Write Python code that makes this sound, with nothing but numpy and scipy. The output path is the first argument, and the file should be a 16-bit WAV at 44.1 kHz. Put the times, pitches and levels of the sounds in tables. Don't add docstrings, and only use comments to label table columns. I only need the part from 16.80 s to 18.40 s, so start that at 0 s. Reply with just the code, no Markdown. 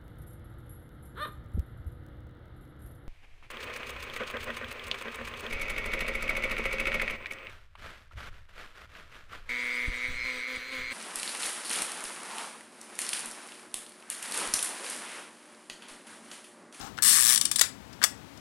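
import sys
import numpy as np
from scipy import signal
from scipy.fft import rfft, irfft, next_fast_len
from scipy.io import wavfile
from scipy.ndimage import map_coordinates

SR = 44100
rng = np.random.default_rng(int(sys.argv[2]) if len(sys.argv) > 2 else 0)


def wrap_up_sound(samples):
    columns = np.atleast_2d(samples).T
    tamed = np.clip(columns, -1, 1)
    steps = np.round(tamed * 32767).astype(np.int16)
    wavfile.write(sys.argv[1], SR, steps)


N = 70560

# (frequency [Hz], level [dB])
RUB_COLOUR = [(200, 3), (550, -9.5), (790, 7), (1000, -0.5), (1400, 2.5), (1900, -7.5), (4800, -8),
              (7500, -10), (10000, -16), (15000, -22)]
KNOCK_COLOUR = [(200, -26.5), (700, -17.5), (1100, -7.5), (1500, 1.5), (1750, -2.5), (2300, -11.5),
                (3500, -16.5), (6000, -25.5), (15000, -39)]
TICK_COLOUR = [(300, -22), (1500, -6), (3000, 3), (5000, 9), (8000, 0), (15000, -12)]
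FLOOR_COLOUR = [(25, -46), (42, -33), (58, -1), (80, -4), (135, -5), (270, -3.5), (400, -12.5),
                (900, -13.5), (1300, -16.5), (2800, -21.5), (8000, -30.5), (15800, -38.5)]
# (time [s], level [dB], hold [s])
TICKS = [(.011, -43.5, .005), (.172, -48, 0.0029), (.1778, -44, 0.00093), (.839, -31, .003),
         (1.128, -49, .015), (1.2285, -28, .009), (1.373, -56, 0.0044), (1.5742, -49.5, 0.0036)]
KNOCKS = [(.178, -40.5, .002), (0.1867, -31.5, 0.0014), (.8392, -36.5, 0.0038), (1.2164, -31.5, 0.0008),
          (1.2218, -32.5, 0.0011), (1.227, -35, 0.0049), (1.2326, -28, 0.0039)]
# (time [s], level [dB], hold [s])
STOP_HITS = [(.8119, -11, 0.00081), (.815, -14.5, 0.002)]
SNAP_HITS = [(1.2387, -14.5, 0.0095)]
# (time [s], teeth passed [count])
WHEEL_TURN = [(.2225, 0), (.2362, 2), (.2452, 3), (.2675, 7), (.2765, 9), (.3124, 17), (.3359, 22),
              (.3764, 29), (.399, 32), (.407, 33), (.4397, 37), (.458, 39), (.475, 41), (.4978, 44),
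              (.546, 50), (.558, 51)]
# (time [s], level [dB])
PAWL_LEVELS = [(.22, -19), (.255, -19.5), (.28, -18.5), (.31, -19), (.335, -20.5), (.39, -19.5),
               (.485, -18.5), (.499, -17), (.512, -19), (.56, -18)]
GEAR_LEVELS = [(.22, -32), (.31, -34.5), (.365, -28), (.402, -32.5), (.48, -32.5), (.502, -27.5),
               (.53, -32), (.62, -32.5), (.79, -33.5)]
# (time [s], level [dB])
LAST_TEETH = [(0.5755, -19), (.612, -16.5), (0.6529, -18.5), (0.714, -19), (0.759, -19), (0.7855, -25.5),
              (0.7932, -18)]
# (frequency [Hz], level [dB])
FAST_PEAKS = [(2950, -13.5), (3560, -8.5), (4350, -7), (5370, -4.5), (6000, -13), (6550, -8.5),
              (7650, -2.5), (8250, 0.5), (8880, -0.5), (10250, -2), (11200, -8.5), (12000, -12.5)]
EASING_PEAKS = [(3350, -8.5), (3900, -8.5), (4750, -9), (5580, -1.5), (6050, -11), (7600, -0.5), (8850, -2),
                (9350, -1.5), (10220, -3), (11200, -15)]
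SLOW_PEAKS = [(3480, -2), (3930, -9.5), (4760, -1.5), (5550, -1.5), (7530, 0), (7950, 0), (9100, -3),
              (9900, -1), (10900, -13)]
GEAR_PEAKS = [(1170, -1), (1730, 2.5), (1950, -3.5), (2250, -7.5)]
STOP_PEAKS = [(370, -18), (1370, -8.5), (1840, -3.5), (2150, -11.5), (3620, 0), (4470, -3.5), (4850, -1.5),
              (6300, -4), (7100, -2), (7780, -1), (9450, -2.5), (10420, -5.5)]
SNAP_PEAKS = [(620, -15), (1230, -3), (1690, 3.5), (2200, -5.5), (3350, 1), (4450, -2), (4850, 0.5),
              (5680, 1), (6950, 2.5), (8000, 1.5), (8800, 2.5), (11800, -0.5)]
# (frequency [Hz], level [dB], t60 [s])
SHELL_MODES = [(1350, -35, .05), (1690, -21, .12), (2850, -31, .06), (4550, -26, .07), (7830, -26, .08),
               (8790, -27, .06)]
RATCHET_MODES = [(1690, -39, .12), (3480, -29, .056), (4780, -27, .03), (8186, -33, .1), (9346, -34, .06)]
# (frequency [Hz], t60 [s])
ROOM_T60 = [(300, 0.23), (2000, 0.25), (8000, 0.22), (15000, 0.16)]

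ATTACK_S, SAG_DB_PER_S = 0.00033, 892
TICK_T60_S, SNAP_T60_S = 0.053, 0.028
TOOTH_SCATTER_DB, TOOTH_JITTER_S = .5, .0001
EASING_S, SLOW_FROM_S = (0.39, 0.47), 0.555
THUD_HZ, THUD_T60_S, THUD_DB = 191, 0.069, -33.5


def amp(db):
    return 10 ** (np.asarray(db) / 20)


def unit(x):
    return x / np.sqrt(np.mean(x ** 2) + 1e-20)


def along(points, hz):
    freqs, values = np.transpose(points)
    return np.interp(np.log(hz + 1), np.log(freqs + 1), values)


def coloured(x, colour):
    size = 2 * next_fast_len(N)
    gain = unit(amp(along(colour, np.fft.rfftfreq(size, 1 / SR))))
    cepstrum = irfft(np.log(gain + 1e-6))
    cepstrum[1:size // 2] *= 2
    cepstrum[size // 2 + 1:] = 0
    return irfft(rfft(x, size) * np.exp(rfft(cepstrum)))[:N]


def resonant(peaks, spread, bed_db, low_cut_hz):
    hz = np.geomspace(20, SR / 2, 900)
    power = amp(bed_db) ** 2
    for centre, db in peaks:
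        width_hz = spread * (140 + .017 * centre)
        power += amp(db) ** 2 / (1 + (2 * (hz - centre) / width_hz) ** 2)
    return np.column_stack([hz, 10 * np.log10(power / (1 + (low_cut_hz / hz) ** 4))])


def add(track, s, sound):
    part = track[max(0, round(s * SR)):][:len(sound)]
    part += sound[:len(part)]


def rattle(hold, t60):
    t = np.arange(SR // 20) / SR
    return np.minimum(t / ATTACK_S, 1) * amp(-SAG_DB_PER_S * t - 60 * np.maximum(t - hold, 0) / t60)


def ring(modes, scatter_db=2):
    t = np.arange(SR // 5) / SR
    return sum(amp(db + scatter_db * rng.normal() - 60 * t / t60)
               * np.sin(2 * np.pi * (hz * t + rng.random())) for hz, db, t60 in modes)


def contacts(hits, colour, t60, ring_db, impact_db):
    cracks, shell = np.zeros((2, N))
    for s, db, hold in hits:
        envelope = rattle(hold, t60)
        add(cracks, s + ATTACK_S, [amp(db + impact_db)])
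        add(cracks, s, amp(db) * envelope * rng.standard_normal(len(envelope)))
        add(shell, s, amp(db + ring_db) * ring(SHELL_MODES))
    return coloured(cracks, colour) + shell


def fingers(hold_s=0.071, fade_db_per_s=295, grain_db=1.0, slips_per_s=180):
    t = np.arange(N) / SR
    level_db = -45.5 - fade_db_per_s * np.maximum(t - hold_s, 0)
    slips = map_coordinates(rng.standard_normal(N), [t * slips_per_s])
    friction = rng.standard_normal(N) * amp(grain_db * slips)
    return amp(level_db) * unit(coloured(friction, RUB_COLOUR))


def knocks_and_snap(spread):
    snap_colour = resonant(SNAP_PEAKS, spread, bed_db=-12.5, low_cut_hz=610)
    snap = contacts(SNAP_HITS, snap_colour, SNAP_T60_S, ring_db=-4, impact_db=17)
    knocks = contacts(KNOCKS, KNOCK_COLOUR, TICK_T60_S, ring_db=1, impact_db=19.5)
    ticks = contacts(TICKS, TICK_COLOUR, TICK_T60_S, ring_db=-11, impact_db=-8)
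    return snap + knocks + ticks


def pawl_drops():
    turn_s, teeth = np.transpose(WHEEL_TURN)
    times = np.interp(np.arange(round(teeth[-1]) + 1), teeth, turn_s)
    late, harder = rng.standard_normal((len(times), 2)).T
    levels = np.interp(times, *np.transpose(PAWL_LEVELS)) + TOOTH_SCATTER_DB * harder
    return list(zip(times + TOOTH_JITTER_S * late, levels)) + list(LAST_TEETH)


def ratchet(spread):
    drops = pawl_drops()
    envelope = rattle(hold=0.0039, t60=.015)
    t = np.arange(len(envelope)) / SR
    common = rng.standard_normal(len(t))
    thud = amp(THUD_DB - 60 * t / THUD_T60_S) * np.sin(2 * np.pi * THUD_HZ * t)
    fast, easing, slow, gears, body = np.zeros((5, N))
    for s, db in drops:
        is_slow = s > SLOW_FROM_S
        alike = .3 if is_slow else .2
        noise = np.sqrt(alike) * common + np.sqrt(1 - alike) * rng.standard_normal(len(t))
        click = amp(db) * envelope * noise
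        if is_slow:
            add(slow, s, click)
        else:
            eased = np.interp(s, EASING_S, (0, 1))
            add(fast, s, (1 - eased) * click)
            add(easing, s, eased * click)
            add(body, s, amp(db) * thud)
        gear_db = np.interp(s, *np.transpose(GEAR_LEVELS))
        add(gears, s, amp(gear_db) * envelope * rng.standard_normal(len(t)))
        add(body, s, amp(db) * ring(RATCHET_MODES))
    pawl = (coloured(fast, resonant(FAST_PEAKS, spread, bed_db=-20.5, low_cut_hz=2320))
            + coloured(easing, resonant(EASING_PEAKS, spread, bed_db=-15, low_cut_hz=2270))
            + coloured(slow, resonant(SLOW_PEAKS, spread, bed_db=-24.5, low_cut_hz=2260)))
    gear_colour = resonant(GEAR_PEAKS, spread=0.96, bed_db=-17, low_cut_hz=990)
    return pawl + coloured(gears, gear_colour) + body


def end_stop(spread):
    colour = resonant(STOP_PEAKS, spread, bed_db=-19, low_cut_hz=443)
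    return contacts(STOP_HITS, colour, SNAP_T60_S, ring_db=-9, impact_db=11.5)


def room(x, tail_db=-10, early_db=-15.5, early_t60_s=0.027, predelay_s=.005):
    hz, t, spectrum = signal.stft(rng.standard_normal(SR // 2), SR, nperseg=256)
    decay = amp(-60 * t / along(ROOM_T60, hz)[:, None])
    tail = signal.istft(spectrum * decay, SR, nperseg=256)[1]
    early = rng.standard_normal(len(tail)) * amp(-60 * np.arange(len(tail)) / SR / early_t60_s)
    response = amp(tail_db) * tail / np.linalg.norm(tail) + amp(early_db) * early / np.linalg.norm(early)
    return signal.fftconvolve(x, np.pad(response, (round(predelay_s * SR), 0)))[:N]


def scene():
    direct = ratchet(spread=1) + end_stop(spread=1) + knocks_and_snap(spread=0.98)
    blur = 4
    reverb = room(ratchet(blur)) + room(end_stop(blur)) + amp(-2) * room(knocks_and_snap(blur))
    floor = amp(-50.5) * unit(coloured(rng.standard_normal(N), FLOOR_COLOUR))
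    left = 2 * (direct + reverb + fingers() + floor)
    return np.array([left, np.zeros(N)])


def record(dry):
    size = next_fast_len(N + SR // 2)
    passband = np.fft.rfftfreq(size, 1 / SR) < 15850
    return irfft(rfft(np.clip(dry, -1, 1), size) * passband, size)[:, :N]


dry = scene()
out = record(dry)
wrap_up_sound(out)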